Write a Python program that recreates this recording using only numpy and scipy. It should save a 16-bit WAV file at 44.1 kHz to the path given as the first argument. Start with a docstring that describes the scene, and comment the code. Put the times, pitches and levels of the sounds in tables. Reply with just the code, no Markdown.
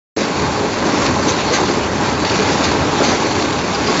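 """The spinning rollers of a corn husking machine roar with the load as ears tumble and knock on them.
The ears land with hollow thuds, clank on the steel bars and set the frame ringing.
Husks crackle all the time; now and then one is ripped off or a stalk snaps.
Underneath, the drive rumbles and whines. Heard in mono from just above the grate, in a factory hall."""
import sys
import numpy as np
from scipy import signal
from scipy.fft import rfft, irfft, next_fast_len
from scipy.io import wavfile
from scipy.ndimage import uniform_filter1d, map_coordinates

SR = 44100
rng = np.random.default_rng(int(sys.argv[2]) if len(sys.argv) > 2 else 0)


def dump_mix(stems):
    """Bounce the given channels to the path in sys.argv[1] as a 16-bit WAV at rate SR."""
    frames = np.atleast_2d(stems).T  # one column per channel
    limited = np.clip(frames, -1, 1)  # hard clip at full scale
    pcm = np.round(limited * 32767).astype(np.int16)
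    wavfile.write(sys.argv[1], SR, pcm)


N = 176400


def amp(db):
    return 10 ** (np.asarray(db) / 20)


def unit(x):
    """x at rms 1."""
    return x / np.sqrt(np.mean(x ** 2) + 1e-20)


def along(points, hz):
    """Read (f/Hz, value) points at hz on a log frequency axis."""
    f, v = np.transpose(points)
    return np.interp(np.log(hz + 1), np.log(f + 1), v)


def clock():
    return np.arange(N) / SR


def curve(rows):
    """An automation curve through (t/s, value) rows."""
    return np.interp(clock(), *np.transpose(rows))


def wobble(rate):
    """A smooth random curve, rate knots a second."""
    return map_coordinates(rng.standard_normal(N // 20), [clock() * rate], mode="mirror")


def colour(x, spectrum):
    """x through a minimum-phase EQ of (f/Hz, level/dB) points, at rms 1."""
    m = 2 * next_fast_len(N // 2 + SR // 10)
    gain = amp(along(spectrum, np.fft.rfftfreq(m, 1 / SR)))
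    cepstrum = irfft(np.log(gain), m)
    cepstrum[1:m // 2] *= 2  # folded forward, so nothing rings ahead of a hit
    cepstrum[m // 2 + 1:] = 0
    return unit(irfft(rfft(x, m) * np.exp(rfft(cepstrum)), m)[:N])


def noise(spectrum):
    return colour(rng.standard_normal(N), spectrum)


def impacts(rate, spread_db):
    """Random impulses, rate a second, of scattered size."""
    size = amp(spread_db * np.clip(rng.standard_normal(N), -2, 2))
    return (rng.random(N) < rate / SR) * size * np.sign(rng.standard_normal(N))


def patchy(x, depth_db):
    """x with drifting patches of random gain over time and frequency."""
    spectra = signal.stft(x, nperseg=256)[2]
    patches = uniform_filter1d(rng.standard_normal(spectra.shape), size=5, axis=0)
    patches = uniform_filter1d(patches, size=16, axis=1)
    return unit(signal.istft(spectra * amp(depth_db * unit(patches)))[1][:N])


def decay(t, t60):
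    return np.exp(-np.log(1000) * t / t60)


def strike(start, rise_s, t60):
    """The envelope of a blow: fast attack, exponential tail."""
    t = np.maximum(clock() - start, 0)
    return (1 - np.exp(-t / rise_s)) * decay(t, t60)


def rings(hits, rise_s, t60, rough):
    """A short cluster of modes for each (t/s, level/dB, f/Hz) hit, roughened by phase jitter."""
    # modes of one hit: ratio to the pitch, level/dB
    partials = [(.76, -6), (1, -2.5), (1.27, -8)]
    t = clock()
    modes = [(ratio, amp(db), rough * wobble(90)) for ratio, db in partials]
    out = np.zeros(N)
    for start, db, hz in hits:
        phase = 2 * np.pi * hz * (t - start)
        tone = sum(gain * np.sin(ratio * phase + jitter) for ratio, gain, jitter in modes)
        out += amp(db) * strike(start, rise_s, t60) * tone
    return out


def hall(x, wet_db):
    """x plus the hall's diffuse reverb, whose treble dies a little sooner."""
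    # reverb time: f/Hz, t60/s
    reverb_time = [(100, 0.43), (1000, 0.44), (8000, 0.36)]
    hz, t, spectra = signal.stft(rng.standard_normal(SR // 2), SR, nperseg=256)
    tail = signal.istft(spectra * decay(t, along(reverb_time, hz)[:, None]), SR)[1]
    return x + amp(wet_db) * signal.fftconvolve(x, tail / np.linalg.norm(tail))[:N]


def drive():
    """The drive lays down a fluttering rumble and, with its bearings, a few wavering whines."""
    # swells of the rumble: t/s, level/dB
    swells = [(.17, -36), (.32, -44.5), (.39, -25), (.56, -26), (.66, -32), (.93, -34), (1.06, -23.5),
              (1.35, -31), (2.05, -26), (2.45, -30), (2.87, -26), (3.05, -29.5), (4, -30)]
    # rumble spectrum: f/Hz, level/dB
    rumble_eq = [(20, -34), (38, -22.5), (50, -17), (65, -4.5), (88, 1), (125, 0.5), (170, -7), (400, -45),
                 (1500, -65)]
    # drive and bearing tones: f/Hz, level/dB, line width/Hz
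    whines = [(419.4, -35.5, 12.15), (1100, -39, 9.1), (1590, -44, 12), (6490, -49.5, 31)]
    out = amp(curve(swells)) * noise(rumble_eq) * amp(wobble(22))
    for hz, db, width in whines:
        gain = amp(db + 0.85 * wobble(6.8))
        pitch = hz + width / 2 * wobble(30)
        out += gain * unit(np.sin(2 * np.pi * np.cumsum(pitch) / SR))
    return out


def husks(trim_db=-1.5, rustle_db=-1):
    """Husk fibres break in clumps over the rustle of leaves, with a shifting colour."""
    # crackle of husks in the rollers: t/s, level/dB
    swells = [(.17, -23.5), (.35, -25.5), (.62, -28), (.8, -26.5), (.98, -20), (1.15, -24), (1.33, -23),
              (1.47, -22.5), (1.62, -22.5), (1.92, -28.5), (2.04, -24), (2.18, -27), (2.33, -21),
              (2.7, -22), (2.85, -25), (3.12, -19.5), (3.33, -23.5), (3.63, -26.5), (3.98, -19.5)]
    # crackle spectrum: f/Hz, level/dB
    crackle_eq = [(300, -18.5), (1200, 0), (2300, 1.5), (3100, -4), (3800, 0.5), (4300, 2), (4750, 0),
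                  (5200, -5), (5800, -2.5), (6400, -5), (7000, -5.5), (7600, -10.5), (9000, -25)]
    fibres = unit(impacts(rate=2200, spread_db=3.5) * amp(1.6 * wobble(110)))
    rustle = amp(rustle_db) * rng.standard_normal(N)
    crackle = patchy(colour(fibres + rustle, crackle_eq), depth_db=1.64)
    gain = amp(curve(swells) + trim_db + 0.91 * wobble(18))
    return hall(crackle * gain, wet_db=-10.5)


def rips(rise_s=.015):
    """A husk rips off in a quick run of tearing fibres that swells and dies away."""
    # rips: t/s, length/s, level/dB, hiss over the rasp/dB
    tears = [(.838, .035, -30, 4), (1.274, .042, -21, 3), (1.523, .052, -18.2, -1), (2.628, .05, -20.5, -5),
             (3.022, .095, -21.5, -3)]
    # rasp of the tear: f/Hz, level/dB
    rasp_eq = [(400, -18.5), (1500, -1), (2400, 4.5), (3100, -3), (4300, 6), (4900, 0.5), (5500, -17.5),
               (7600, -17.5), (9000, -33)]
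    # hiss on top: f/Hz, level/dB
    hiss_eq = [(3000, -23.5), (5200, -18.5), (6000, -3), (6500, 0), (6900, -12.5), (7600, -12),
               (9000, -17.5)]
    rasp, hiss = (colour(impacts(rate=5100, spread_db=3.0), eq) for eq in (rasp_eq, hiss_eq))
    out = np.zeros(N)
    for start, length, db, hiss_db in tears:
        t = np.maximum(clock() - start, 0)
        envelope = np.minimum(t / rise_s, 1) * np.exp(-(t / length) ** 2)
        out += amp(db) * envelope * (rasp + amp(hiss_db) * hiss)
    return out


def snaps():
    """Stalks break with a short bright crack, each at its own pitch."""
    # breaking stalks: t/s, level/dB, peak f/Hz
    breaks = [(1.32, -14, 3860), (2.248, -10.5, 4470), (2.296, -8.5, 4480), (2.641, -10, 4950),
              (2.653, -17, 4600), (3.312, -15, 4370), (3.7465, -17, 4860)]
    # crack spectrum: ratio to the peak frequency, level/dB
    crack_eq = [(.11, -22.5), (.5, 1.5), (.87, -1.5), (1, 11), (1.14, -2), (2, -22)]
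    out = np.zeros(N)
    for start, db, hz in breaks:
        crack = noise([(ratio * hz, level) for ratio, level in crack_eq])
        out += amp(db) * strike(start, rise_s=0.0018, t60=.032) * crack
    return hall(out, wet_db=-5)


def clanks():
    """Ears flung against the steel bars make them ring briefly."""
    # hits on the bars: t/s, level/dB, f/Hz
    hits = [(.863, -14, 938), (1.016, -14, 1097), (1.16, -13.5, 839), (1.395, -17, 805),
            (1.535, -16.5, 1583), (2.337, -17.5, 833), (3.028, -17.5, 817), (3.12, -14, 767),
            (3.882, -14, 1095)]
    return rings(hits, rise_s=0.0024, t60=0.18, rough=0.51)


def frame(blows):
    """The steel frame rings; every blow strikes each mode with a different strength."""
    # frame modes: f/Hz, level/dB, t60/s
    modes = [(254, -3.5, 0.36), (276.5, 2, 0.24), (304.3, 4, 0.3), (350, -2.5, 0.25), (426.2, 4, .2),
             (432.4, 0.5, 0.12), (574, 0, 0.094), (836, -4, 0.14), (940, -12, 0.12), (1082, -8, 0.083)]
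    t = np.arange(SR // 2) / SR
    out = np.zeros(N)
    for hz, db, t60 in modes:
        force = blows * rng.standard_normal(N)
        ring = np.sin(2 * np.pi * hz * t) * decay(t, t60)
        out += amp(db) * unit(signal.fftconvolve(force, ring)[:N])
    return unit(out)


def thuds(rise_s=.005, ring_db=-4, shake_db=-16, shake_slope=1.82):
    """Each ear lands with a hollow knock; the heavier it is, the more the roller bed and frame shake."""
    # landing ears: t/s, level/dB, f/Hz
    landings = [(.164, -8.5, 428), (.205, -10, 275), (.629, -9, 428), (.857, -9, 307), (.93, -8.5, 417),
                (.972, -9.5, 314), (1.09, -10, 335), (1.26, -12, 252), (1.508, -8.5, 495), (1.6, -10, 380),
                (1.69, -9, 345), (1.762, -10, 347), (2.325, -12, 375), (2.48, -10, 265), (2.999, -5.5, 541),
                (3.123, -11, 325), (3.239, -8.5, 415), (3.895, -8.5, 360), (3.977, -10.5, 290)]
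    # body of the roller bed: f/Hz, level/dB
    bed_eq = [(60, -32.5), (210, -11.5), (340, 0.5), (600, -2), (1000, -12), (6000, -44)]
    heaviest_db = max(db for _, db, _ in landings)
    shake = sum(amp(shake_db + shake_slope * (db - heaviest_db)) * strike(start, rise_s, t60=0.4)
                for start, db, _ in landings)
    bed = unit(noise(bed_eq) + amp(ring_db) * frame(rng.standard_normal(N)))
    return rings(landings, rise_s, t60=.17, rough=0.86) + shake * bed


def rollers(roar_db=-3.0, knock_db=-6.0, ring_db=-8.5, clatter_db=-9):
    """The rollers roar; ears knock on them, ring the frame and rattle the bars, all louder under load."""
    # load on the rollers: t/s, level/dB
    load = [(.17, -21.5), (.3, -19), (.44, -17), (.59, -19.5), (.74, -19), (.87, -16), (1.12, -17.5),
            (1.36, -17), (1.6, -17.5), (1.92, -18.5), (2.03, -17), (2.17, -19), (2.3, -17.5), (2.5, -15.5),
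            (2.74, -16.5), (2.97, -16.5), (3.08, -16), (3.3, -18.5), (3.55, -18.5), (3.82, -19),
            (3.91, -17), (4, -18.5)]
    # roar of the rollers: f/Hz, level/dB
    roar_eq = [(40, -46.5), (100, -18), (170, -1), (400, -3), (520, -5.5), (680, -7), (830, -9), (1060, -6),
               (1250, -13.5), (1800, -18), (2500, -17), (3200, -25), (7500, -29)]
    # ears on the rollers: f/Hz, level/dB
    knock_eq = [(70, -40.5), (165, -1), (380, 4), (650, -5.5), (1000, -5), (1500, -5), (2400, -19.5),
                (4000, -29.5), (8000, -46)]
    # rattling bars: f/Hz, level/dB
    clatter_eq = [(500, -24), (800, 4), (1120, -2), (1900, -20.5)]
    blows = impacts(rate=340, spread_db=2.5)
    roar = amp(roar_db) * noise(roar_eq) * amp(0.57 * wobble(55))
    knocks = amp(knock_db) * unit(hall(colour(blows, knock_eq), wet_db=-4))
    rattles = colour(impacts(rate=45, spread_db=3.5), clatter_eq)
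    clatter = amp(clatter_db) * unit(hall(rattles, wet_db=0.5))
    ring = amp(ring_db) * frame(blows)
    return amp(curve(load)) * (roar + knocks + ring + clatter)


def scene():
    """The whole machine, the same in both channels."""
    mono = rollers() + thuds() + clanks() + husks() + rips() + snaps() + drive()
    return np.array([mono, mono])


def record(dry, start_s=.163, fade_s=0.0037, ceiling=.75, top_hz=7600):
    """The sound cuts in abruptly, with its peaks soft-clipped and its top end cut off steeply."""
    gate = np.clip((clock() - start_s) / fade_s, 0, 1)
    clipped = dry / (1 + (dry / ceiling) ** 8) ** (1 / 8)
    m = next_fast_len(N + SR // 2)
    low_pass = 1 / (1 + (np.fft.rfftfreq(m, 1 / SR) / top_hz) ** 300)
    return irfft(rfft(clipped * gate, m) * low_pass, m)[:, :N]


dry = scene()
out = record(dry)
dump_mix(out)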